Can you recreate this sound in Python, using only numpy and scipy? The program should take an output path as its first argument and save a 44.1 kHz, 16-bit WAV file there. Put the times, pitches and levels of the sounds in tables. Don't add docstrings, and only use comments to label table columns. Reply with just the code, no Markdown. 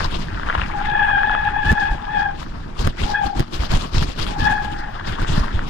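import sys
import numpy as np
from scipy import signal
from scipy.io import wavfile
from scipy.ndimage import uniform_filter1d

SR = 44100
rng = np.random.default_rng(int(sys.argv[2]) if len(sys.argv) > 2 else 0)


def bounce(signal):
    frames = np.transpose(np.atleast_2d(signal))
    limited = np.clip(frames, -1, 1)
    pcm = np.round(limited * 32767).astype(np.int16)
    wavfile.write(sys.argv[1], SR, pcm)


N = 250929
TIME = np.arange(N) / SR

# t/s of full grip, hold/s, 20 dB rise/s, 20 dB fall/s, level/dB, overtones/dB, f/Hz
SQUEEZES = [(.74, .06, 0.04682, .25, -23.5, -9, 828), (0.996, 0.19877, 0.3812, 0.3817, -19, 1, 828.5),
            (1.25, 0.23742, 0.0953, 0.0757, -20.5, 0, 844.8),
            (1.573, 0.06753, 0.2238, 0.1412, -21, -0.5, 837.1),
            (1.678, 0.029956, 0.0404, 0.0401, -18, 4, 845.9),
            (1.798, 0.07872, 0.2575, 0.1701, -21.5, 1.5, 834.2),
            (2.146, 0.08213, 0.179, 0.1765, -20, 0, 828.2),
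            (3.151, 0.03213, 0.0216, 0.0625, -19.5, 4, 840.5), (3.175, .045, .16, .21, -18, -12.5, 822),
            (4.362, 0.02202, 0.2207, 0.1617, -29.5, -12.5, 823),
            (4.414, 0.01075, 0.0684, 0.1332, -22, 0.5, 853.3),
            (4.459, 0.078126, 0.0969, 0.3409, -19.5, -0.5, 839.4),
            (4.83, 0.03455, 0.0023, 0.2456, -32, 1.5, 836.8)]
# harmonic number, left level/dB, right level/dB, port likeness, echo share
SQUEAL_PARTIALS = [(1, -18.5, -25, 0.21, 0.54), (2, -20.5, -25, 0.8, 0.64), (3, -37, -50, 0, .55),
                   (4, -38.5, -59, .82, 0.58)]
FIRM_GRIP_DB, CATCH_DB = -20, -16
SAG_HZ_PER_S, SAG_LIMIT_HZ = 110, 12
OVERTONE_GROWTH = 1.5942


def brakes(waver=0.0095, rasp=0.0088906, chatter_db=1.5, doppler_hz=55, far_port_hz=45):
    grips, overtones, pitches = [], [], []
    for s, hold_s, rise_s, fall_s, db, overtones_db, hz in SQUEEZES:
        grip = from_db(db - FIRM_GRIP_DB) * swell(s, hold_s, rise_s, fall_s)
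        grips.append(grip)
        overtones.append(from_db(overtones_db) * grip ** OVERTONE_GROWTH)
        pitches.append(hz - np.clip(SAG_HZ_PER_S * (TIME - s - hold_s / 2), -SAG_LIMIT_HZ, SAG_LIMIT_HZ))
    pitch = np.average(pitches, axis=0, weights=np.square(grips))
    pitch *= 1 + waver * drift(27.511) + rasp * drift(156.02)
    phase = 2 * np.pi * np.cumsum(pitch) / SR
    caught = np.clip(np.max(grips, axis=0) / from_db(CATCH_DB), 0, 1) ** 4
    chatter = from_db(chatter_db * drift(24))
    out = np.zeros((2, N))
    for harmonic, left_db, right_db, likeness, share in SQUEAL_PARTIALS:
        strength = caught * chatter * np.max(overtones if harmonic > 1 else grips, axis=0)
        tone = np.sqrt(2) * strength * np.exp(1j * harmonic * phase)
        tone *= echoes(share, doppler_hz * harmonic ** 0.63)
        far_tone = tone * echoes(np.sqrt(1 - likeness ** 2), far_port_hz)
        out[0] += from_db(left_db) * tone.real
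        out[1] += from_db(right_db) * far_tone.real
    return out


def echoes(share, spread_hz):
    smear = signal.sosfilt(signal.butter(3, spread_hz, fs=SR, output="sos"), turbulence())
    smear = rms_one(smear) / np.sqrt(2)
    return np.sqrt(1 - share ** 2) + share * (smear[0] + 1j * smear[1])


# t/s, hold/s, level/dB
LIGHT_TOUCHES = [(0.404, 0.2837, -39.5), (4.747, .08, -35), (4.99, 0.4627, -36.5)]


def drag(grit_db=2.0, hum_db=-5, right_db=-3.5):
    pressure = sum(from_db(db) * swell(s, hold_s, attack_s=0.06767, release_s=0.16)
                   for s, hold_s, db in LIGHT_TOUCHES)
    slips = grains(per_s=3000, spread_db=2.5)
    rub = rms_one(band(slips[0], 1346.8, 1862.4))
    hum = from_db(hum_db) * rms_one(band(slips[1], 805, 870))
    return pressure * (rub + hum) * from_db(grit_db * drift(30)) * from_db([[0], [right_db]])


# t/s, level/dB
CRUNCH_LEVEL = [(0.0, -20), (.1, -38), (.26, -40), (.54, -25.5), (.8, -31.5), (1.4, -30.5), (1.6, -34),
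                (2.26, -34.5), (2.45, -44), (2.95, -45.5), (3.15, -34), (3.53, -46.5), (3.76, -35.5),
                (4.0, -48), (4.5, -34), (4.75, -44), (5.2, -32.5), (5.69, -36)]
SKID_LEVEL = [(.25, -47.5), (.46, -58), (.53, -35.5), (.65, -40.5), (.76, -52), (1.0, -40), (1.4, -43.5),
              (1.6, -42), (2.2, -54), (2.4, -65)]
# f/Hz, relative level/dB
CRUNCH_SPECTRUM = [(300, 3.5), (520, -2.5), (850, 4.5), (1300, 13), (1750, -2), (2200, -3.5), (3200, -4),
                   (4200, -23.5), (6500, -69), (10000, -43), (15500, -71)]
SKID_SPECTRUM = [(1100, -1), (1700, -6.5), (2300, 20), (2900, 23), (3400, -39), (4000, -34), (6000, -31.5)]
# f/Hz, level/dB
TYRE_BALANCE = [(300, 1.5), (700, -16.5), (1200, -8), (1750, -1), (2400, -33), (3200, -10), (5500, 13.5),
                (10000, 14.5)]
# f/Hz, correlation
TYRE_COHERENCE = [(300, 0.7875), (900, 0.057), (1600, 0.762), (3300, 0.64), (5000, .3), (12000, .1)]


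def gravel():
    def grit_and_sand():
        return grains(per_s=1100, spread_db=5.5) + 1.1692 * grains(per_s=7000, spread_db=3.0)

    crunch_db, = in_time(CRUNCH_LEVEL)
    skid_db, = in_time(SKID_LEVEL)
    clumps = drift(58)
    crunch = at_ports(grit_and_sand, CRUNCH_SPECTRUM, TYRE_BALANCE, TYRE_COHERENCE, flicker_db=4.5)
    scrape = at_ports(lambda: grains(per_s=3300, spread_db=7.0),
                      SKID_SPECTRUM, TYRE_BALANCE, TYRE_COHERENCE, flicker_db=2.5)
    return crunch * from_db(crunch_db + 0.7114 * clumps) + scrape * from_db(skid_db + 3.0 * clumps)


# t/s, level/dB, f/Hz
STONE_IMPACTS = [(.006, -5.5, 1129), (.285, -17.5, 1804), (.397, -10.5, 1291), (.4333, -11, 1616),
                 (.4878, -6.5, 1406), (.4989, -3, 1665), (.503, -3.5, 1450), (.527, -9.5, 1925),
                 (.5513, -0.5, 1037), (.5966, -8, 1361), (.617, -9, 1658), (1.18, -7, 1512),
                 (1.233, -3, 1598), (1.296, -4.5, 1430), (1.35, -1.5, 1280), (2.3495, -20.5, 983),
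                 (2.4283, -17.5, 1263), (2.8736, -4, 1160), (3.4267, -16, 1112), (3.6351, -11.5, 1240),
                 (4.027, -11, 1373), (4.266, -17.5, 1294), (4.996, -15.5, 1550), (5.2181, -14.5, 1431),
                 (5.247, -11.5, 1121), (5.482, -12, 1599), (5.5919, -8.5, 1510)]


def stones(ring_s=0.0008388, tick_hz=3100, tick_s=0.0007305, scuff_s=0.0086):
    out = np.zeros(N)
    grit = rms_one(band(rng.standard_normal(N), 1700, 2300))
    for s, db, hz in list(STONE_IMPACTS) + pebbles():
        near = slice(int(s * SR), int(s * SR) + SR // 20)
        age = TIME[near] - TIME[near][0]
        knock = np.sin(2 * np.pi * hz * age) * np.exp(-age / ring_s)
        tick = 0.4595 * np.sin(2 * np.pi * tick_hz * age) * np.exp(-age / tick_s)
        scuff = 0.052 * grit[near] * np.exp(-age / scuff_s)
        out[near] += from_db(db) * (knock + tick + scuff)
    return band(out, 550, 2100) * from_db([[3], [-2]])


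def pebbles(count=16, over_crunch_db=9.5, spread_db=0.5, ring_hz=1736.4, spread_octaves=0.9):
    crunch_db, = in_time(CRUNCH_LEVEL)
    moments = rng.integers(0, N, count)
    return [(TIME[i], crunch_db[i] + over_crunch_db - spread_db * softness,
             ring_hz * 2 ** (spread_octaves * pitch))
            for i, (softness, pitch) in zip(moments, rng.standard_normal((count, 2)))]


# t/s, level/dB, f/Hz
MOUNT_JOLTS = [(.588, -13, 68.87), (1.716, -5.5, 71.05), (1.732, -13.5, 152.8), (1.921, -13, 43.92),
               (2.852, -7.5, 59.4), (2.873, -11.5, 115.6), (3.031, -15, 74.26), (3.405, -11.5, 115.5),
               (3.605, -11, 56.2), (3.741, -7.5, 129.4), (3.975, -8, 102.9), (4.025, -9, 117.1),
               (5.302, -9, 105.2), (5.38, -7, 140.2), (5.411, -11, 48.3), (5.549, -10.5, 68.65)]
# t/s, level/dB
PORT_POPS = [(1.7175, -7.5), (1.727, -10), (2.87, -9), (2.874, -6), (3.3959, -5), (3.405, -7.5),
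             (4.0255, -10), (4.647, -19.5), (5.219, -14), (5.3791, -28.5)]


def bumps(jolt_cycles=0.5298, pop_s=0.00183, roughness=0.0443, edge=0.2333):
    thuds = sum(from_db(db) * np.exp(-((TIME - s) * hz / jolt_cycles) ** 2)
                * np.cos(2 * np.pi * hz * (TIME - s)) for s, db, hz in MOUNT_JOLTS)
    clicks = np.zeros(N)
    for s, db in PORT_POPS:
        clicks[int(s * SR)] = from_db(db)
    pulses = signal.lfilter([1], [1, -np.exp(-1 / (pop_s * SR))], clicks + 1e-18)
    pops = band(pulses * (1 + roughness * turbulence()) + edge * clicks, 420, 8000, order=1)
    return thuds + pops * from_db([[2], [0]])


# f/Hz, relative level/dB
HOUSING_SPECTRUM = [(110, 1.5), (220, 4.5), (400, -5.5), (800, -12), (1600, -29), (3200, -40.5)]


def shudder(rattle_db=-13):
    gain = sum(from_db(db + rattle_db) * swell(s, 0, attack_s=0.009553, release_s=0.01605)
               for s, db in PORT_POPS)
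    return gain * at_ports(turbulence, HOUSING_SPECTRUM, EDDY_BALANCE, WIND_COHERENCE, flicker_db=1.5)


# f/Hz, relative level/dB
BUFFET_SPECTRUM = [(12, 6.5), (25, 4), (50, -4.5), (90, -6.5), (130, -19.5), (220, -43), (400, -42)]
FLUTTER_SPECTRUM = [(60, -18), (130, 0.5), (200, -1.5), (300, -5.5), (450, -22.5), (700, -11), (1400, -19),
                    (3000, -37)]
HISS_SPECTRUM = [(300, 10), (600, 2.5), (1200, 8), (1900, -0.5), (3500, 7), (5000, 0), (7000, -11.5),
                 (10000, -25.5), (15500, -23.5)]
AIR_SPECTRUM = [(30, 8), (150, 8), (400, -1), (1500, -3), (2400, -34), (4500, -10.5), (8000, -30),
                (15500, -54.5)]
# f/Hz, level/dB
EDDY_BALANCE = [(30, 0.5), (300, 0), (1000, -1.5), (3000, -19)]
HISS_BALANCE = [(500, -1.5), (1600, -7), (3000, -12.5), (5500, -27), (8000, 12), (11000, -20),
                (15000, -13.5)]
# f/Hz, correlation
WIND_COHERENCE = [(40, 1), (130, 0.9339), (260, 0.12), (700, 0.5056), (2000, 0.091), (6000, 0.041),
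                  (12000, .05)]
FLUTTER_DB, BUFFET_REFERENCE_DB, HISS_REFERENCE_DB = -31, -22.5, -38.5


def wind(air_db=-46.0, eddy_db=1.5, sputter_db=1.0):
    hiss_gain, buffet_gain = airflow()
    flutter_gain = from_db(FLUTTER_DB) * (buffet_gain / from_db(BUFFET_REFERENCE_DB)) ** 0.53085
    flutter_gain *= (hiss_gain / from_db(HISS_REFERENCE_DB)) ** 0.12046
    swirl_db = eddy_db * drift(46)
    buffet = at_ports(turbulence, BUFFET_SPECTRUM, EDDY_BALANCE, WIND_COHERENCE, flicker_db=1.5)
    buffet /= np.sqrt(uniform_filter1d(buffet[0] ** 2, size=5000) + 0.14)
    flutter = at_ports(turbulence, FLUTTER_SPECTRUM, EDDY_BALANCE, WIND_COHERENCE, flicker_db=3.0)
    hiss = at_ports(lambda: turbulence() + 0.4401 * grains(per_s=90, spread_db=3.0),
                    HISS_SPECTRUM, HISS_BALANCE, WIND_COHERENCE, flicker_db=3.0)
    air = at_ports(turbulence, AIR_SPECTRUM, HISS_BALANCE, WIND_COHERENCE, flicker_db=3.5)
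    return (buffet * buffet_gain
            + flutter * flutter_gain * from_db(swirl_db)
            + hiss * hiss_gain * from_db(.5 * swirl_db + sputter_db * drift(200))
            + air * from_db(air_db))


# t/s, hiss level/dB, buffet level/dB
HEADWIND_LEVELS = [(0, -37, -27.5), (1.0, -59, -28), (1.5, -54.5, -27.5), (2.1, -51.5, -32.5),
                   (2.6, -49, -29), (3.45, -48, -39.5), (4.7, -42.5, -27.5), (5.0, -49.5, -31.5),
                   (5.69, -40, -25)]
# t/s, hold/s, hiss level/dB, buffet level/dB
PORT_GUSTS = [(0.0, 0.06041, -30, -17), (.115, .05, -31, -20), (.19, .04, -34, -25),
              (0.324, 0.02222, -43.5, -21.5), (0.462, 0.0207, -41.5, -21.5), (0.581, 0.03832, -41.5, -20.5),
              (0.665, 0.01728, -39, -24), (0.763, 0.02554, -39, -24.5), (0.837, 0.02927, -46, -22),
              (1.656, 0.05577, -31, -18.5), (1.803, 0.04762, -36.5, -29.5), (1.905, 0.03787, -42.5, -23),
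              (2.156, 0.0422, -39.5, -27.5), (2.397, 0.01845, -35.5, -36), (2.797, 0.01661, -27, -17.5),
              (2.85, 0.02194, -29, -14), (2.998, 0.0417, -25.5, -19), (3.08, 0.03804, -31, -26),
              (3.24, 0.02446, -31.5, -20.5), (3.371, 0.02281, -29, -16), (3.534, 0.02644, -28, -25.5),
              (3.603, 0.0521, -31, -23.5), (3.712, 0.049265, -24.5, -13), (3.797, 0.05489, -30.5, -26),
              (3.945, 0.03768, -25.5, -13.5), (4.011, 0.02163, -28.5, -15), (4.075, 0.019954, -30, -23.5),
              (4.19, 0.04716, -26.5, -20), (4.269, 0.048, -30, -24.5), (4.396, 0.06366, -29, -18),
              (4.502, 0.01817, -30, -21.5), (4.63, 0.016, -33, -29.5), (4.719, 0.014216, -38, -24),
              (4.784, 0.01483, -39.5, -26), (5.074, 0.04232, -31, -20.5), (5.198, 0.02998, -31.5, -17),
              (5.284, 0.1137, -29.5, -17), (5.439, 0.02416, -36, -22.5), (5.555, 0.03453, -41.5, -18),
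              (5.675, 0.02006, -34.5, -21.5)]


def airflow(eddy_lag_s=0.00702):
    hiss, buffet = from_db(in_time(HEADWIND_LEVELS))
    for s, hold_s, hiss_db, buffet_db in PORT_GUSTS:
        fast_air = swell(s, hold_s, attack_s=0.036005, release_s=0.0676)
        large_eddies = swell(s + eddy_lag_s, hold_s, attack_s=0.03461, release_s=0.04653)
        hiss = np.maximum(hiss, from_db(hiss_db) * fast_air)
        buffet = np.maximum(buffet, from_db(buffet_db) * large_eddies)
    return hiss, buffet


def at_ports(excitation, spectrum, balance, coherence, flicker_db):
    bottom_hz, top_hz = spectrum[0][0], spectrum[-1][0]
    edges = np.geomspace(bottom_hz, top_hz, 1 + round(2 * np.log2(top_hz / bottom_hz)))
    out, sources = np.zeros((2, N)), [excitation(), excitation()]
    for k, (low, high) in enumerate(zip(edges, edges[1:])):
        shared, own = band(sources[k % 2], low, high)
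        hz = np.sqrt(low * high)
        alike = np.clip(at_hz(coherence, hz), 0, 1)
        gain = from_db(at_hz(spectrum, hz) + flicker_db * drift(18.092))
        out[0] += gain * shared
        out[1] += gain * from_db(at_hz(balance, hz)) * (alike * shared + np.sqrt(1 - alike ** 2) * own)
    return rms_one(out)


def turbulence():
    return rng.standard_normal((2, N))


def grains(per_s, spread_db):
    sizes = from_db(spread_db * np.minimum(rng.exponential(1, (2, N)), 4)) * rng.choice([-1, 1], (2, N))
    return rms_one(sizes * (rng.random((2, N)) < per_s / SR))


def drift(corner_hz, step=40, settle=2000):
    pole = np.exp(-2 * np.pi * corner_hz * step / SR)
    noise = rng.standard_normal(N // step + settle + 2)
    slow = signal.lfilter([1], [1, -2 * pole, pole * pole], noise)[settle:]
    return np.interp(np.arange(N) / step, np.arange(len(slow)), rms_one(slow))


def swell(start_s, hold_s, attack_s, release_s):
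    outside = np.maximum((start_s - TIME) / attack_s, (TIME - start_s - hold_s) / release_s)
    return from_db(-20 * np.clip(outside, 0, 10))


def band(x, low_hz, high_hz, order=2):
    return signal.sosfilt(signal.butter(order, [low_hz, high_hz], "band", fs=SR, output="sos"), x + 1e-18)


def in_time(rows):
    s, *columns = np.transpose(rows)
    return [np.interp(TIME, s, column) for column in columns]


def at_hz(points, hz):
    frequencies, values = np.transpose(points)
    return np.interp(np.log(hz), np.log(frequencies), values)


def from_db(db):
    return 10 ** (np.asarray(db) / 20)


def rms_one(x):
    return x / np.sqrt(np.mean(x ** 2) + 1e-20)


def scene(port_lag_s=26 / SR):
    left, right = wind() + gravel() + brakes() + drag() + stones() + bumps() + shudder()
    return np.array([left, np.interp(TIME - port_lag_s, TIME, right)])


def record(dry, cutoff_hz=15500):
    return signal.sosfilt(signal.ellip(10, .1, 90, cutoff_hz, fs=SR, output="sos"), np.clip(dry, -1, 1))


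dry = scene()
out = record(dry)
bounce(out)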